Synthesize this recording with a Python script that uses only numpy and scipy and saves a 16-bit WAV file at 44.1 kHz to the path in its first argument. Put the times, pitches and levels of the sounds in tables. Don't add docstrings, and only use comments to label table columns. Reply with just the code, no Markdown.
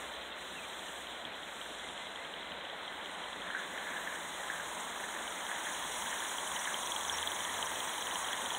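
import sys
import numpy as np
from scipy import signal
from scipy.fft import rfft, irfft, next_fast_len
from scipy.io import wavfile
from scipy.ndimage import uniform_filter1d

SR = 44100
rng = np.random.default_rng(int(sys.argv[2]) if len(sys.argv) > 2 else 0)


def unload_wav(signal):
    wavfile.write(
        sys.argv[1],
        SR,
        np.round(np.clip(np.atleast_2d(signal).T, -1, 1) * 32767).astype(np.int16),
    )


def volts_from_db(level):
    exponent = np.asarray(level, float) / 20
    return 10 ** exponent


N = 378378

# (time [s], nearness [0 hidden .. 1 near and in sight])
NEARNESS = [(0, 0.064), (1.2, 0.037), (2.8, 0.13), (3.55, 0.45), (3.75, 0.4), (5.3, 0.6), (5.7, 0.92),
            (8.58, 1)]

# (frequency [Hz], density [dB per Hz])
GARDEN_SPECTRUM = [(25, -10), (80, -9), (200, 1), (400, 0), (800, -9), (2500, -1), (6000, -42),
                   (16000, -60)]
GARDEN_DB = -52.5
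# (time [s], frequency [Hz], level [dB])
FAR_ENGINES = [
    [(0, 64, -70.5), (.9, 65, -74), (1.8, 55, -78), (3, 53, -79), (4.5, 53, -78), (6.3, 52, -80)],
    [(1.7, 78, -81), (2.6, 77, -78), (4, 75, -81)],
    [(3.25, 186, -76), (3.5, 181, -68), (3.7, 179, -77), (4.6, 165, -75), (4.8, 162, -80)],
    [(6.75, 77, -76), (7.1, 82, -63), (7.4, 90, -65), (7.6, 94, -69), (8, 104, -67), (8.58, 116, -62)],
]
# (time [s], length [s], start [Hz], end [Hz], level [dB])
CALLS = [(.31, .04, 2780, 2650, -56), (.553, .03, 2760, 2720, -53), (.58, .03, 2680, 2420, -50),
         (.62, .032, 2390, 2360, -52), (1.8, .1, 2050, 2080, -55), (1.99, .1, 1980, 2170, -54),
         (2.16, .1, 1950, 2180, -54), (2.42, .08, 1980, 2100, -56), (2.87, .06, 2000, 2050, -53),
         (4.795, .022, 6300, 7900, -50), (7.12, .04, 5650, 5550, -43), (7.12, .035, 11300, 11100, -58)]

# (time [s], distance [m])
COACH_DISTANCE = [(0, 11.3), (.21, 13.6), (2.39, 12.6), (3.01, 10.1), (4.18, 9), (5.54, 6.9), (7.05, 6.07),
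                  (8.58, 5.7)]
# (time [s], peak level [dB], ring frequency [Hz])
JOINT_CLACKS = [(3.4699, -35, 1790), (3.5026, -28, 1580), (3.5496, -24, 1600), (3.592, -30, 1490),
                (3.7777, -28, 1770), (3.87, -27, 1700), (3.9349, -31, 1600), (3.9636, -31, 1680),
                (3.98, -31, 1710), (4.0737, -28, 1750), (4.1254, -31, 1760), (4.4338, -34, 1700),
                (4.5007, -25, 1680), (4.599, -30, 1590), (4.9995, -34, 1700), (5.0393, -31, 1800),
                (5.1392, -32, 1750), (5.164, -31, 1830), (5.494, -31, 1700), (5.5153, -27.5, 1690),
                (5.6693, -27.5, 1750), (6.06, -33, 1600), (6.1284, -29.5, 1720), (6.2277, -31.5, 1700),
                (6.6472, -36, 1910), (6.6742, -25.5, 1750), (7.1047, -32, 1580), (7.235, -30, 1700),
                (8.1616, -40, 1940), (8.3284, -38, 1690)]
# (frequency [Hz], density [dB per Hz])
DECK_FAR_SPECTRUM = [(150, -19.5), (400, -10), (620, -0.5), (800, -4.5), (970, -2), (1200, -5),
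                     (1500, -5.5), (2500, -40), (9000, -84)]
DECK_NEAR_SPECTRUM = [(150, -17), (400, -13.5), (600, -6.5), (780, -5), (970, 1), (1150, -4), (1400, -7.5),
                      (2500, -19.5), (9000, -75)]
RAIL_SPECTRUM = [(300, -55), (1100, -30), (1450, -0.5), (1700, 4), (2050, 2), (2350, -7.5), (2800, -42),
                 (9000, -83)]
DECK_DB_AT_1M, RAIL_DB_AT_1M = -27, -35.5
RAIL_SHARE = 0.72
RAIL_HUM_DB, RAIL_HUM_S = -28, 0.15

# (time [s], level [dB])
LEAK_LEVEL = [(0, -54.5), (.2, -60.5), (.45, -57.5), (1.0, -55), (1.05, -58), (1.3, -62.5), (1.65, -55.5),
              (1.91, -57.5), (2.4, -63.5), (2.9, -62.5), (3.06, -59), (3.55, -59), (3.6, -57),
              (3.92, -53.5), (4.87, -50.5), (5.37, -50.5), (5.97, -45.5), (8.58, -47)]
# (frequency [Hz], density [dB per Hz])
BLOWER_SPECTRUM = [(500, -67), (2000, -15), (2600, -5.5), (3150, 4.5), (3500, 6), (4200, 1.5), (5500, -29),
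                   (7000, -48), (11000, -82)]
# (frequency [Hz], density [dB per Hz])
LEAK_FAR_SPECTRUM = [(3500, -6.5), (5600, -8), (6800, 1), (8300, 1), (9400, -1), (10200, -10.5),
                     (11500, -14.5), (16000, -51)]
LEAK_NEAR_SPECTRUM = [(3500, -18.5), (5600, -6), (6800, 5), (7600, -3), (8300, 3.5), (9300, -1.5),
                      (10500, -1), (11400, -17), (16000, -34)]
FIZZ_FAR_SPECTRUM = [(8000, -40), (10500, -2), (12000, -5), (13500, -4), (14500, -4), (16000, -5)]
FIZZ_NEAR_SPECTRUM = [(8000, -40), (11300, -9), (12300, -5), (13200, -8), (14200, -5), (15000, -3),
                      (15700, 0)]
BLOWER_FAR_DB, BLOWER_NEAR_DB = -49.5, -45.5
FIZZ_FAR_DB, FIZZ_NEAR_DB = -9.5, -7
# (time [s], half width [s], leak change [dB])
POSTS = [
    (.19, .04, -2),
    (.33, 0.061, -9),
    (1.31, .05, -4),
    (2.41, .04, 0),
    (2.65, 0.17, -2.5),
    (3.01, .05, -4),
    (4.93, 0.079, -3),
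    (5.81, .07, -2.5),
    (8.19, 0.045, 3),
    (8.3, 0.087, -0.5),
]
# (time [s], half width [s], fizz change [dB])
BENDS = [
    (.9, .6, 0),
    (1.9, .4, -6),
    (2.5, .45, -1),
    (3.3, .4, -3),
    (4, .5, 1),
    (7.8, .7, 2),
]

# (time [s], position [turns]); the strongest beat falls on whole turns
WHEEL_TURNS = [(-.048, -1), (.886, 4), (1.071, 5), (2.16, 11), (3.42, 18), (3.785, 20), (4.714, 25),
               (5.467, 29), (5.841, 31), (6.205, 33), (6.744, 36), (7.098, 38), (7.452, 40), (8.158, 44),
               (8.68, 47)]
# (place [turns], far tick [dB], near tick [dB], puff [dB])
VALVES = [
    (0, 0, 0, 1.5),
    (.254, -10, -7, -3),
    (.507, -4, -5, 1.5),
    (.742, -10, -4, -1.5),
]
# (time [s], peak level [dB])
EFFORT = [(0, -34), (.5, -46), (.9, -37), (1.6, -37), (2.2, -34), (3.42, -33.5), (3.6, -39), (4.2, -38),
          (4.9, -49), (5.1, -48), (5.28, -35), (6.2, -31), (6.74, -26), (7.27, -22.5), (7.45, -28),
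          (8.58, -27)]
# (time [s], tick peak [dB], puff [dB])
ODD_BEATS = [(.044, -41, -58), (1.253, -29.5, -72), (1.615, -34.5, -65), (2.431, -37.5, -65),
             (2.653, -34.5, -72), (4.484, -38, -62), (5.324, -37, -49), (5.7, -52, -51), (5.934, -50, -45),
             (5.977, -54, -51), (6.07, -36, -49), (6.115, -33, -46), (6.339, -44, -57), (6.431, -45, -59),
             (6.61, -43, -40), (6.698, -45, -48), (6.874, -29, -41), (6.964, -26.5, -42), (7.051, -32, -46),
             (7.098, -23.5, -38), (7.142, -36, -42), (7.186, -31, -38.5), (7.319, -27.5, -45),
             (7.628, -25, -47), (7.673, -32, -43), (7.852, -42, -49), (7.982, -32, -55),
             (8.025, -29.5, -41), (8.202, -42, -51), (8.55, -28, -44)]
TICK_SCATTER_DB, PUFF_SCATTER_DB = 2.5, 2.5
PUFF_FAR_DB, PUFF_NEAR_DB = -7, 1

# (frequency [Hz], gain [dB])
MICROPHONE = [(30, -35), (50, -0.5), (100, -1.5), (120, -22), (140, -7), (170, 0.5), (4050, -1),
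              (4300, -18), (4480, -49), (4800, -23), (5300, -11), (5600, -2.5)]
# (frequency [Hz], chance when quiet [0..1], chance when busy [0..1])
DROPOUTS = [(4300, 0, 0), (4400, .1, .5), (4550, .22, .97), (4750, .04, .9), (4950, 0, .6), (5100, 0, .2),
            (5250, 0, 0)]
HISS_DB, EDGE_HZ = -67, 15740


def evened(x):
    return x / np.sqrt(np.mean(x ** 2) + 1e-20)


def read(points, hz):
    f, value = np.transpose(points)
    return np.interp(np.log(hz + 1), np.log(f + 1), value)


def follow(rows, column):
    rows = np.asarray(rows)
    return np.interp(np.arange(N) / SR, rows[:, 0], rows[:, column])


def blend(far, near, share):
    return far + (near - far) * share


def bumps(rows):
    t = np.arange(N) / SR
    return sum(db * np.maximum(1 - abs(t - s) / half_s, 0) for s, half_s, db in rows)


def add(mix, s, sound):
    part = mix[max(round(s * SR), 0):][:len(sound)]
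    part += sound[:len(part)]


def tone(hz):
    return np.sin(2 * np.pi * np.cumsum(hz) / SR)


def band(x, lo_hz, hi_hz):
    return signal.sosfilt(signal.butter(2, [lo_hz, hi_hz], "bandpass", fs=SR, output="sos"), x)


def narrow_noise(lo_hz, hi_hz):
    return evened(band(band(rng.standard_normal(N), lo_hz, hi_hz), lo_hz, hi_hz))


def burst(hz, rise_s, t60_s):
    t = np.arange(900) / SR
    shape = (1 - np.exp(-(t / rise_s) ** 2)) * volts_from_db(-60 * t / t60_s)
    return shape / shape.max() * np.sin(2 * np.pi * hz * t)


def rush(far, near, patchy_db, flicker_db):
    frames, hz = N // 128 + 5, np.fft.rfftfreq(512, 1 / SR)
    real, imaginary = rng.standard_normal((frames, len(hz), 2), dtype=np.float32).T
    patches = rng.standard_normal((frames // 8 + 1, len(hz)), dtype=np.float32)
    patches = np.repeat(patches, 8, axis=0)[:frames].T
    patches = evened(uniform_filter1d(uniform_filter1d(patches, size=6, axis=0), size=16, axis=1))
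    flicker = evened(uniform_filter1d(rng.standard_normal(frames), size=4))
    share = np.clip(np.interp(np.arange(frames) * 128 / SR, *np.transpose(NEARNESS)), 0, 1)
    colour = volts_from_db(np.outer(read(far, hz), 1 - share) + np.outer(read(near, hz), share))
    colour = colour / np.linalg.norm(colour, axis=0)
    z = (real + 1j * imaginary) * colour * volts_from_db(patchy_db * patches + flicker_db * flicker)
    return evened(signal.istft(z.astype(np.complex64), nperseg=512, noverlap=384)[1][:N])


def garden():
    out = volts_from_db(GARDEN_DB) * rush(GARDEN_SPECTRUM, GARDEN_SPECTRUM, patchy_db=1.0, flicker_db=-2.0)
    t = np.arange(N) / SR
    for rows in FAR_ENGINES:
        on = (t >= rows[0][0]) & (t <= rows[-1][0])
        waver = 1 + .4 * evened(uniform_filter1d(rng.standard_normal(N), size=3500))
        wander = 1 + .012 * evened(uniform_filter1d(rng.standard_normal(N), size=9000))
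        level = volts_from_db(follow(rows, column=2) + 5.5)
        out = out + on * waver * level * tone(follow(rows, column=1) * wander)
    return out


def calls():
    out = np.zeros(N)
    for s, length_s, start_hz, end_hz, db in CALLS:
        hz = np.linspace(start_hz, end_hz, round(length_s * SR))
        throb = 1 + 0.33 * evened(uniform_filter1d(rng.standard_normal(8000), size=300))[:len(hz)]
        add(out, s, volts_from_db(db + 4.0) * throb * signal.windows.tukey(len(hz), .5) * tone(hz))
    return out


def wheels():
    spread_db = -20 * np.log10(follow(COACH_DISTANCE, column=1))
    deck = rush(DECK_FAR_SPECTRUM, DECK_NEAR_SPECTRUM, patchy_db=0.5, flicker_db=-0.16)
    deck = volts_from_db(DECK_DB_AT_1M + 0.79 + spread_db) * deck

    clacks, rattle_power, struck_power = np.zeros((3, N))
    t = np.arange(8000) / SR
    rattle_shape = (1 - np.exp(-t / 0.0075)) ** 2 * volts_from_db(-120 * t / 0.39)
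    for s, db, hz in JOINT_CLACKS:
        ring = burst(hz, .0008, .016) + .3 * burst(1.15 * hz, .0008, .03)
        add(clacks, s - .0007, volts_from_db(db - .3) * ring)
        add(rattle_power, s, volts_from_db(2 * (db - 15)) * rattle_shape)
        add(struck_power, s, [volts_from_db(2 * db) * SR / 100])
    rattle = np.sqrt(rattle_power) * narrow_noise(1480, 1860)

    hum_size = round(RAIL_HUM_S * SR)
    hum_power = abs(uniform_filter1d(uniform_filter1d(struck_power, hum_size), hum_size))
    rolling_power = volts_from_db(2 * (RAIL_DB_AT_1M + RAIL_SHARE * spread_db))
    rail_level = np.sqrt(rolling_power + volts_from_db(RAIL_HUM_DB) * hum_power)
    rail = rail_level * rush(RAIL_SPECTRUM, RAIL_SPECTRUM, patchy_db=1.5, flicker_db=0.4)
    return deck + clacks + rattle + rail


def leak_db():
    return follow(LEAK_LEVEL, column=1) + bumps(POSTS)


def steam():
    near = follow(NEARNESS, column=1)
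    blower = rush(BLOWER_SPECTRUM, BLOWER_SPECTRUM, patchy_db=0.7, flicker_db=0.8)
    blower = volts_from_db(blend(BLOWER_FAR_DB, BLOWER_NEAR_DB, near ** 2)) * blower
    leak = rush(LEAK_FAR_SPECTRUM, LEAK_NEAR_SPECTRUM, patchy_db=0.83, flicker_db=0.85)
    fizz = rush(FIZZ_FAR_SPECTRUM, FIZZ_NEAR_SPECTRUM, patchy_db=.7, flicker_db=1.1)
    fizz = volts_from_db(blend(FIZZ_FAR_DB, FIZZ_NEAR_DB, near) + bumps(BENDS)) * fizz
    half_shadow = volts_from_db(-.5 * bumps(POSTS))
    return blower + volts_from_db(leak_db() + 3.0) * (leak + half_shadow * fizz)


def beats():
    place, far_db, near_db, valve_puff_db = np.tile(np.transpose(VALVES), 49)
    turns = np.arange(len(place)) // len(VALVES) - 1 + place
    s = np.interp(turns, *np.transpose(WHEEL_TURNS)[::-1])
    at = np.clip((s * SR).astype(int), 0, N - 1)
    near = follow(NEARNESS, column=1)[at] ** 2
    tick_luck, puff_luck = rng.uniform(-1.1, 1, (len(s), 2)).T
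    tick = follow(EFFORT, column=1)[at] + blend(far_db, near_db, near)
    tick = tick + TICK_SCATTER_DB * tick_luck * (place > 0)
    puff = leak_db()[at] + blend(PUFF_FAR_DB, PUFF_NEAR_DB, near) + valve_puff_db
    puff = puff + PUFF_SCATTER_DB * puff_luck
    rows = np.transpose([s, tick, puff])
    for odd in ODD_BEATS:
        rows[np.argmin(abs(s - odd[0]))] = odd
    return rows[(s >= 0) & (s < N / SR)]


def exhaust():
    ticks, spit_gate, puff_gate = np.zeros((3, N))
    rows = beats()
    chance = rng.uniform(-1, 1, (len(rows), 5))
    puff = np.sin(np.pi * np.linspace(0, 1, round(0.031 * SR)) ** 0.67) ** 2
    spit = abs(signal.hilbert(burst(4000, .0005, .012)))
    for (s, tick_db, puff_db), (pitch, spray, edge, first, second) in zip(rows, chance):
        ring = burst(3200 * (1 + .05 * pitch), .0014, .008)
        ring = ring + (.28 + .28 * edge) * burst(3750, .0012, .006)
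        add(ticks, s - .0018, volts_from_db(tick_db + .8) * ring)
        add(ticks, s + 0.000993 + 0.00055 * first, volts_from_db(tick_db - 13) * ring)
        add(ticks, s + 0.0025 + 0.00086 * second, volts_from_db(tick_db - 14) * ring)
        add(spit_gate, s - .002, volts_from_db(.5 * tick_db - 31.5 + 7 * spray) * spit)
        add(puff_gate, s - .0245, volts_from_db(puff_db - 1.3) * puff)
    spray_noise = evened(band(rng.standard_normal(N), 12000, 19500))
    spits = spit_gate * follow(NEARNESS, column=1) ** 3 * spray_noise
    return ticks + spits + puff_gate * narrow_noise(5540, 6500)


def scene():
    return np.tile(garden() + calls() + wheels() + steam() + exhaust(), (2, 1))


def starved(x):
    hz, t, z = signal.stft(x, SR, window="cosine", nperseg=2048, noverlap=1024)
    band_hz = (np.arange(len(hz)) // 8 * 8 + 4) * hz[1]
    f, quiet, busy = np.transpose(DROPOUTS)
    near = np.interp(t, *np.transpose(NEARNESS))
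    chance = blend(np.interp(band_hz, f, quiet)[:, None], np.interp(band_hz, f, busy)[:, None], near)
    luck = rng.standard_normal((len(t), len(hz) // 8 + 1))
    luck = evened(uniform_filter1d(luck, size=3, axis=0))
    luck = 1 / (1 + np.exp(-1.7 * luck))
    luck = np.repeat(luck, 8, axis=1)[:, :len(hz)].T
    return signal.istft(z * (luck > chance), SR, window="cosine", nperseg=2048, noverlap=1024)[1][..., :N]


def top_cut(x):
    return signal.sosfilt(signal.butter(12, 16960, fs=SR, output="sos"), x)


def record(dry):
    size = next_fast_len(N + 8192)
    hz = np.fft.rfftfreq(size, 1 / SR)
    hiss = volts_from_db(HISS_DB) * rfft(rng.standard_normal(N), size) * (hz > 200) / (1 + (hz / 6500) ** 4)
    heard = rfft(dry[0], size) * volts_from_db(read(MICROPHONE, hz))
    wet = irfft((heard + hiss) * (hz < EDGE_HZ), size)[:N]
    return top_cut(np.tile(starved(wet), (2, 1)))


dry = scene()
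out = record(dry)
unload_wav(out)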